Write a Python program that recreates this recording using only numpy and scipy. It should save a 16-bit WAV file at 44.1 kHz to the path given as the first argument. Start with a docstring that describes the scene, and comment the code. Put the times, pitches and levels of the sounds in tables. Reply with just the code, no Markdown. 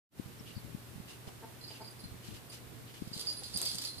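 """A quiet room with a low mains hum; two ferrets play on a fleece blanket, close to a hand-held camera.
Paws and fur scuff over the cloth, and a few clucks pulse from the throat. The ferrets tug a string toy,
right of centre, whose small bell jingles as its pellet strikes the shell; near the end the toy crinkles
and snaps. Soft low bumps reach one microphone port at a time."""
import sys
import numpy as np
from scipy import signal
from scipy.fft import rfft, irfft, next_fast_len
from scipy.io import wavfile
from scipy.ndimage import map_coordinates

SR = 44100
rng = np.random.default_rng(int(sys.argv[2]) if len(sys.argv) > 2 else 0)


def int16_out(signal):
    """Quantize to a 16-bit WAV file."""
    q = np.round(np.clip(np.atleast_2d(signal).T, -1, 1) * 32767)
    wavfile.write(sys.argv[1], SR, q.astype(np.int16))


N = 176400  # 4 s

# Spectrum of the toy's creases and snaps: f/Hz, level/dB
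TOY_SPECTRUM = [(300, -26), (1500, -17.5), (2400, -12), (3500, 0), (4500, 2.5), (6200, -5.5), (8600, -4),
                (11800, -7), (15000, -9.5)]


def bell():
    """In each shake a pellet strikes the shell and rings its modes anew, each time slightly detuned."""
    # Shakes of the bell: t/s, length/s, level/dB, weight of deep modes/dB, weight of high modes/dB
    shakes = [(1.612, 0.028, -58, 7, 1), (1.639, 0.016, -53.5, 13, 3), (1.678, 0.041, -55, 0, -1),
              (1.81, .02, -60.5, 4, 2), (1.846, 0.014, -57, 2, 2), (1.876, .01, -54.5, -13, -9),
              (1.908, 0.017, -62.5, 0, 13), (1.994, 0.024, -59, 1, 7), (2.04, .012, -54.5, 9, 5.5),
              (2.497, 0.014, -56.5, 3, 11), (3.132, 0.008, -47, -1, -5), (3.196, 0.016, -47, -4, 12),
              (3.264, 0.0099, -40, -16, -2), (3.284, 0.029, -42, -6, -8), (3.325, 0.015, -49, 2, 2),
              (3.368, 0.034, -49, -4, 9.5), (3.433, .057, -52, 4, 8), (3.541, 0.01, -43, -6, 5.5),
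              (3.56, .02, -42, -3, 2), (3.625, 0.017, -43, 0, 7), (3.655, 0.049, -42, 0, 1),
              (3.71, 0.028, -47.5, 4, 7), (3.783, .01, -45.5, -9, -7), (3.85, 0.015, -43, 0, 0),
              (3.872, 0.083, -50.5, 14, 8), (3.981, 0.015, -52, 2, 8)]
    # Modes of the shell: f/Hz, level/dB, t60/s
    modes = [(4170, -6, 0.15), (4340, -14, 0.15), (4818, 2.5, 0.089), (4850, -1, 0.066),
             (9240, -13.5, 0.074), (9415, -14.5, 0.1), (10710, -9, 0.095)]
    deep_hz, high_hz = 4500, 7000  # deep modes lie below the first, high modes above the second
    strikes_per_s, loss_per_strike_db, scatter_db, detune = 130, 1.2, 3, 0.0018
    out, t = np.zeros(N), np.arange(SR // 4) / SR
    hz, mode_db, t60 = np.transpose(modes)[..., None]
    decay = amp(mode_db - 60 * t / t60)
    for s, length, db, deep_db, high_db in shakes:
        shake = np.zeros(len(t))
        slip, chance = rng.random(16), rng.standard_normal((16, 3, len(modes), 1))
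        weight_db = deep_db * (hz < deep_hz) + high_db * (hz > high_hz)
        for k in range(min(len(slip), 1 + int(length * strikes_per_s))):
            force, mistune, phase = chance[k]
            ring = decay * np.sin(2 * np.pi * (hz * (1 + detune * mistune) * t + phase))
            gain = amp(scatter_db * force - loss_per_strike_db * k + weight_db)
            add(shake, (k - slip[k] * (k > 0)) / strikes_per_s, np.sum(ring * gain, axis=0))
        add(out, s, amp(db) * shake / np.std(shake[:int(length * SR) + SR // 100]))
    low = filtered(out, lambda f: f < high_hz)
    high = out - low
    return from_toy(low * pan(-10) + high) + room(out, wet_db=-2)


def crinkle():
    """The crumpled toy gives dense tiny crease clicks, a hiss and snaps, all from one spot in the room."""
    # How hard the toy is crumpled: t/s, level/dB
    crumple = [(3, -67), (3.128, -59.5), (3.14, -49.5), (3.195, -47), (3.24, -56), (3.305, -51.5),
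               (3.35, -59.5), (3.53, -54), (3.585, -45), (3.635, -48.5), (3.665, -41), (3.735, -50),
               (3.812, -55), (3.821, -44), (3.87, -51), (3.92, -59)]
    # The toy's colour across the ports: f/Hz, left minus right/dB
    balance = [(3200, 0), (4600, -9), (6300, -4.5), (8300, 2.5), (12000, 1.5)]
    creases_per_s, spread_db = 700, 5.5
    creases = (rng.random(N) < creases_per_s / SR) * rng.choice([-1, 1], N)
    creases = creases * amp(spread_db * np.minimum(rng.standard_normal(N), 2))
    hiss = 0.41 * rng.standard_normal(N)
    envelope = amp(curve(crumple)) * (np.arange(N) / SR > crumple[0][0])
    toy = envelope * unit(coloured(unit(creases) + hiss, TOY_SPECTRUM)) + snaps()
    at_ports = from_toy(toy) + room(toy.mean(axis=0), wet_db=-1.5)
    return filtered(at_ports, lambda hz: amp(along(balance, hz) * np.array([[1], [-1]]) / 2))


def snaps():
    """Single sharp cracks of the toy, partly different at each port; the hard ones have a bright edge."""
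    # Cracks, before colouring: t/s, level/dB, edge relative to body/dB
    cracks = [(3.213, -26.5, -18), (3.3019, -31.5, -19), (3.436, -27.5, -16), (3.5742, -27.5, 8),
              (3.5877, -32, 3), (3.6161, -24, 4.5), (3.653, -28, -1), (3.7465, -25.5, -13),
              (3.7553, -30, 2), (3.7848, -21.5, -19), (3.818, -31, 0)]
    # Bright edge of a hard snap: f/Hz, level/dB
    edge_spectrum = [(5000, -22), (8900, 3.5), (15000, -12)]
    t60_s = 0.0089
    body, edge, t = np.zeros((2, N)), np.zeros((2, N)), np.arange(SR // 20) / SR
    for s, db, edge_db in cracks:
        crack = (rng.standard_normal(len(t)) + rng.standard_normal((2, len(t)))) * amp(-60 * t / t60_s)
        crack /= np.std(crack[:, :SR // 1000])
        add(body, s, amp(db) * crack)
        add(edge, s, amp(db + edge_db) * crack)
    return (coloured(body, TOY_SPECTRUM) + coloured(edge, edge_spectrum)) / 2


def from_toy(x):
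    """The toy lies to the right, so its sound reaches the left port a little later."""
    lag_s = .00011
    return filtered(x, lambda hz: np.exp(1j * np.pi * hz * lag_s * np.array([[-1], [1]])))


def clucks():
    """A ferret clucks close by: a handful of slightly rough throat pulses each time."""
    # Clucks: t/s, length/s, level/dB, f/Hz
    calls = [(1.421, 0.038, -49.5, 226), (1.469, 0.023, -62, 224), (1.698, 0.029, -58.5, 219.4),
             (1.797, 0.034, -50, 221), (3.416, 0.016, -53.5, 254)]
    # Resonances of the throat: f/Hz, level/dB
    throat = [(120, -28), (225, -12), (450, -3.5), (680, -4.5), (900, 1), (1100, -24), (1400, -16),
              (2000, -24), (4000, -40)]
    roughness, jitter = 0.39, .015
    voice, t = np.zeros(N), np.arange(SR // 10) / SR
    for s, length, db, hz in calls:
        phase = 2 * np.pi * np.cumsum(hz * (1 + jitter * wobble(150)[:len(t)])) / SR
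        tone = unit(sum(amp(along(throat, k * hz)) * np.cos(k * phase) for k in range(1, 12)))
        rasp = noise(throat)[0, :len(t)] * (1 + np.cos(phase))
        swell = np.sin(np.pi * np.clip(t / length, 0, 1))
        add(voice, s, amp(db) * swell * (tone + roughness * rasp))
    return voice + room(voice, wet_db=-6)


def scuffs():
    """Paws, fur and bodies rub the fleece: a soft rasp with a squeak, a finer hiss, and dull drags."""
    # Scuffs of paws and fur: t/s, length/s, level/dB, hiss relative to rasp/dB
    strokes = [(0.457, 0.088, -58, -5), (1.068, 0.095, -59.5, 2), (1.265, .04, -62, 2),
               (1.687, 0.13, -59, -1.5), (2.229, 0.11, -59.5, 1.5), (2.334, 0.065, -60.5, 2),
               (2.515, 0.066, -59, 6), (2.868, 0.054, -60.5, -6), (2.935, 0.063, -58.5, -1)]
    # Drags of a body over the blanket: t/s, length/s, level/dB
    drags = [(1.253, 0.078, -55.5), (3.13, 0.25, -58.5), (3.532, 0.085, -56), (3.605, 0.066, -49.5),
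             (3.683, 0.2, -59.5)]
    # Rasp of the cloth: f/Hz, level/dB
    cloth = [(900, -16), (2900, -0.5), (4700, -4.5), (6000, -17), (12000, -31)]
    # Hiss of the fur: f/Hz, level/dB
    fur = [(2500, -5.5), (4500, 4.5), (6500, 1.5), (9000, 0), (12000, -2), (15000, -22)]
    # Dull rub of a body: f/Hz, level/dB
    body = [(100, -28), (300, 0.5), (700, -3.5), (1000, -7), (2000, -17.5), (5000, -36)]
    rasp = sum(amp(db) * stroke(s, length) for s, length, db, _ in strokes)
    hiss = sum(amp(db + hiss_db) * stroke(s, length) for s, length, db, hiss_db in strokes)
    drag = sum(amp(db) * stroke(s, length) for s, length, db in drags)
    whine = sum(amp(db - 3.5) * squeak(s, length, hz=3050) for s, length, db, _ in strokes)
    flicker = amp(1.2 * wobble(90))
    return flicker * (rasp * noise(cloth) + whine + hiss * noise(fur) + drag * noise(body))


def squeaks():
    """Thin squeaks where something rubs."""
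    # Rubs: t/s, length/s, level/dB, starting f/Hz
    rubs = [(.385, 0.031, -62, 5540), (0.551, 0.054, -57, 4660), (1.081, 0.096, -65, 2890)]
    return sum(amp(db) * squeak(s, length, hz) for s, length, db, hz in rubs)


def squeak(s, length, hz):
    """One rub: a narrow band of noise whose pitch falls through the stroke."""
    half_width_hz, fall_per_s = .05 * hz, 1
    age = np.clip(np.arange(N) / SR - s, 0, 2 * length)
    phase = 2 * np.pi * np.cumsum(hz * np.exp(-fall_per_s * age)) / SR
    flutter = unit(filtered(rng.standard_normal((2, N)), lambda f: 1 / (1 + (f / half_width_hz) ** 2)))
    return stroke(s, length) * flutter * np.sqrt(2) * np.sin(phase)


def bumps():
    """Right at the microphone: each bump is one dip and push of pressure, almost wholly in one port."""
    # Soft bumps: t/s, level/dB, f/Hz, port (0 left, 1 right)
    knocks = [(.199, -24, 219, 0), (.261, -37.5, 133, 1), (.41, -35, 185, 0), (.569, -29.5, 122, 0),
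              (.578, -30.5, 159, 0), (0.649, -35.5, 161, 0), (.75, -25.5, 173, 0), (.961, -34.5, 133, 1),
              (.982, -36, 202, 1), (1.003, -31.5, 164, 1), (1.278, -33, 127, 1), (2.042, -35, 177, 0),
              (2.059, -33, 125, 0), (2.122, -36.5, 84.5, 1), (2.289, -33, 154, 0), (3.023, -24, 211, 0),
              (3.076, -32, 166, 1), (3.117, -34.5, 187, 0), (3.166, -32.5, 160, 0), (3.552, -33, 170, 1),
              (3.563, -30.5, 162, 1), (3.752, -34, 154, 1)]
    half_width_cycles, leak_db = 0.42, -51
    out, t = np.zeros((2, N)), np.arange(-SR // 20, SR // 20) / SR
    for s, db, hz, port in knocks:
        push = np.sin(2 * np.pi * hz * t + np.pi / 4) / np.cosh(np.pi / 2 * hz * t / half_width_cycles)
        ports_db = [[leak_db], [0]] if port else [[0], [leak_db]]
        add(out, s + t[0], amp(db) * amp(ports_db) * push)
    return out


def room(x, wet_db):
    """The room's reverberation at both ports; the treble dies first."""
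    # Decay of the room: f/Hz, t60/s
    decay_times = [(200, 0.37), (2000, 0.28), (12000, 0.14)]
    hz, t, spectra = signal.stft(rng.standard_normal((2, SR // 2)), SR, nperseg=256)
    decay = amp(-60 * t / along(decay_times, hz)[:, None])
    tail = signal.istft(spectra * decay, SR, nperseg=256)[1]
    tail[:, :SR // 400] = 0  # gap before the first reflection
    return amp(wet_db) * signal.fftconvolve(x[None], tail / np.linalg.norm(tail[0]), axes=1)[:, :N]


def room_tone():
    """Steady room air, mains hum, and an uneven low rumble in each port."""
    # Room air: f/Hz, level/dB
    air_spectrum = [(40, -30), (70, -10), (110, -2.5), (170, -6), (300, -5), (620, -12.5), (1500, -15.5),
                    (4300, -19.5), (6400, -23.5), (9000, -21.5), (14000, -22)]
    # Likeness of the air at the two ports: f/Hz, correlation
    likeness = [(60, 0.18), (130, 0.25), (290, 0.6), (640, 0.24), (1400, 0.017)]
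    # Low rumble: f/Hz, level/dB
    rumble_spectrum = [(20, -28), (60, -1.5), (130, -1), (250, -8), (500, -20), (1500, -49)]
    hum_hz, rumble_swing_db = 120.3, 5

    def mid_side_gains(hz):
        angle = np.arccos(np.clip(along(likeness, hz), -1, 1)) / 2
        return np.array([np.cos(angle), np.sin(angle)])

    mid, side = filtered(noise(air_spectrum), mid_side_gains)
    air = amp(-54.5) * unit(np.array([mid + side, mid - side])) * pan(-1.5)
    hum = amp(-61 + 0.92 * wobble(3.09)) * np.sqrt(2) * np.sin(2 * np.pi * hum_hz * np.arange(N) / SR)
    rumble = unit(noise(rumble_spectrum) * amp(rumble_swing_db * np.array([wobble(12), wobble(13)])))
    return air + hum + amp(-58) * rumble


def amp(db):
    """Decibels to gain."""
    return 10 ** (np.asarray(db) / 20)


def unit(x):
    """Scale to rms 1."""
    return x / np.sqrt(np.mean(x ** 2) + 1e-20)


def along(points, hz):
    """Read (f/Hz, value) points on a log axis."""
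    f, v = np.transpose(points)
    return np.interp(np.log(hz + 1), np.log(f + 1), v)


def curve(rows):
    """One value per sample from (t/s, value) rows."""
    return np.interp(np.arange(N) / SR, *np.transpose(rows))


def wobble(rate):
    """A smooth random curve, rate knots a second."""
    return map_coordinates(rng.standard_normal(400), [np.arange(N) * rate / SR], mode="wrap")


def stroke(s, length):
    """Envelope of a rub: a smooth swell and a slower fall."""
    progress = (np.arange(N) / SR - s) / length
    return np.sin(np.pi / 2 * np.interp(progress, [-.1, 0.26, 1.4], [0, 1, 0])) ** 2


def pan(db):
    """Port gains for a left-minus-right level."""
    return amp(np.array([[db], [-db]]) / 2)


def add(track, s, sound):
    """Mix a sound into a track at s seconds."""
    i = max(0, round(s * SR))
    part = track[..., i:i + sound.shape[-1]]
    part += sound[..., :part.shape[-1]]


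def filtered(x, response):
    """x through a frequency response."""
    m = next_fast_len(N + SR // 2)
    return irfft(rfft(x, m) * response(np.fft.rfftfreq(m, 1 / SR)), m)[..., :N]


def coloured(x, spectrum):
    """x through a (f/Hz, level/dB) colour."""
    return filtered(x, lambda hz: amp(along(spectrum, hz)))


def noise(spectrum):
    """Unrelated left and right coloured noise of rms 1."""
    return unit(coloured(rng.standard_normal((2, N)), spectrum))


def scene():
    """The ferrets, their toy and the room at the two microphone ports."""
    return room_tone() + bumps() + clucks() + bell() + scuffs() + squeaks() + crinkle()


def record(dry):
    """The camera fades in and keeps nothing above its band limit."""
    # The camera's opening gain: t/s, level/dB
    fade_in = [(0, -100), (.09, -56), (.125, -14.5), (.16, -5.5), (.195, 1.5)]
    top_hz = 14700
    return filtered(dry * amp(curve(fade_in)), lambda hz: 1 / (1 + (hz / top_hz) ** 160))


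dry = scene()
out = record(dry)
int16_out(out)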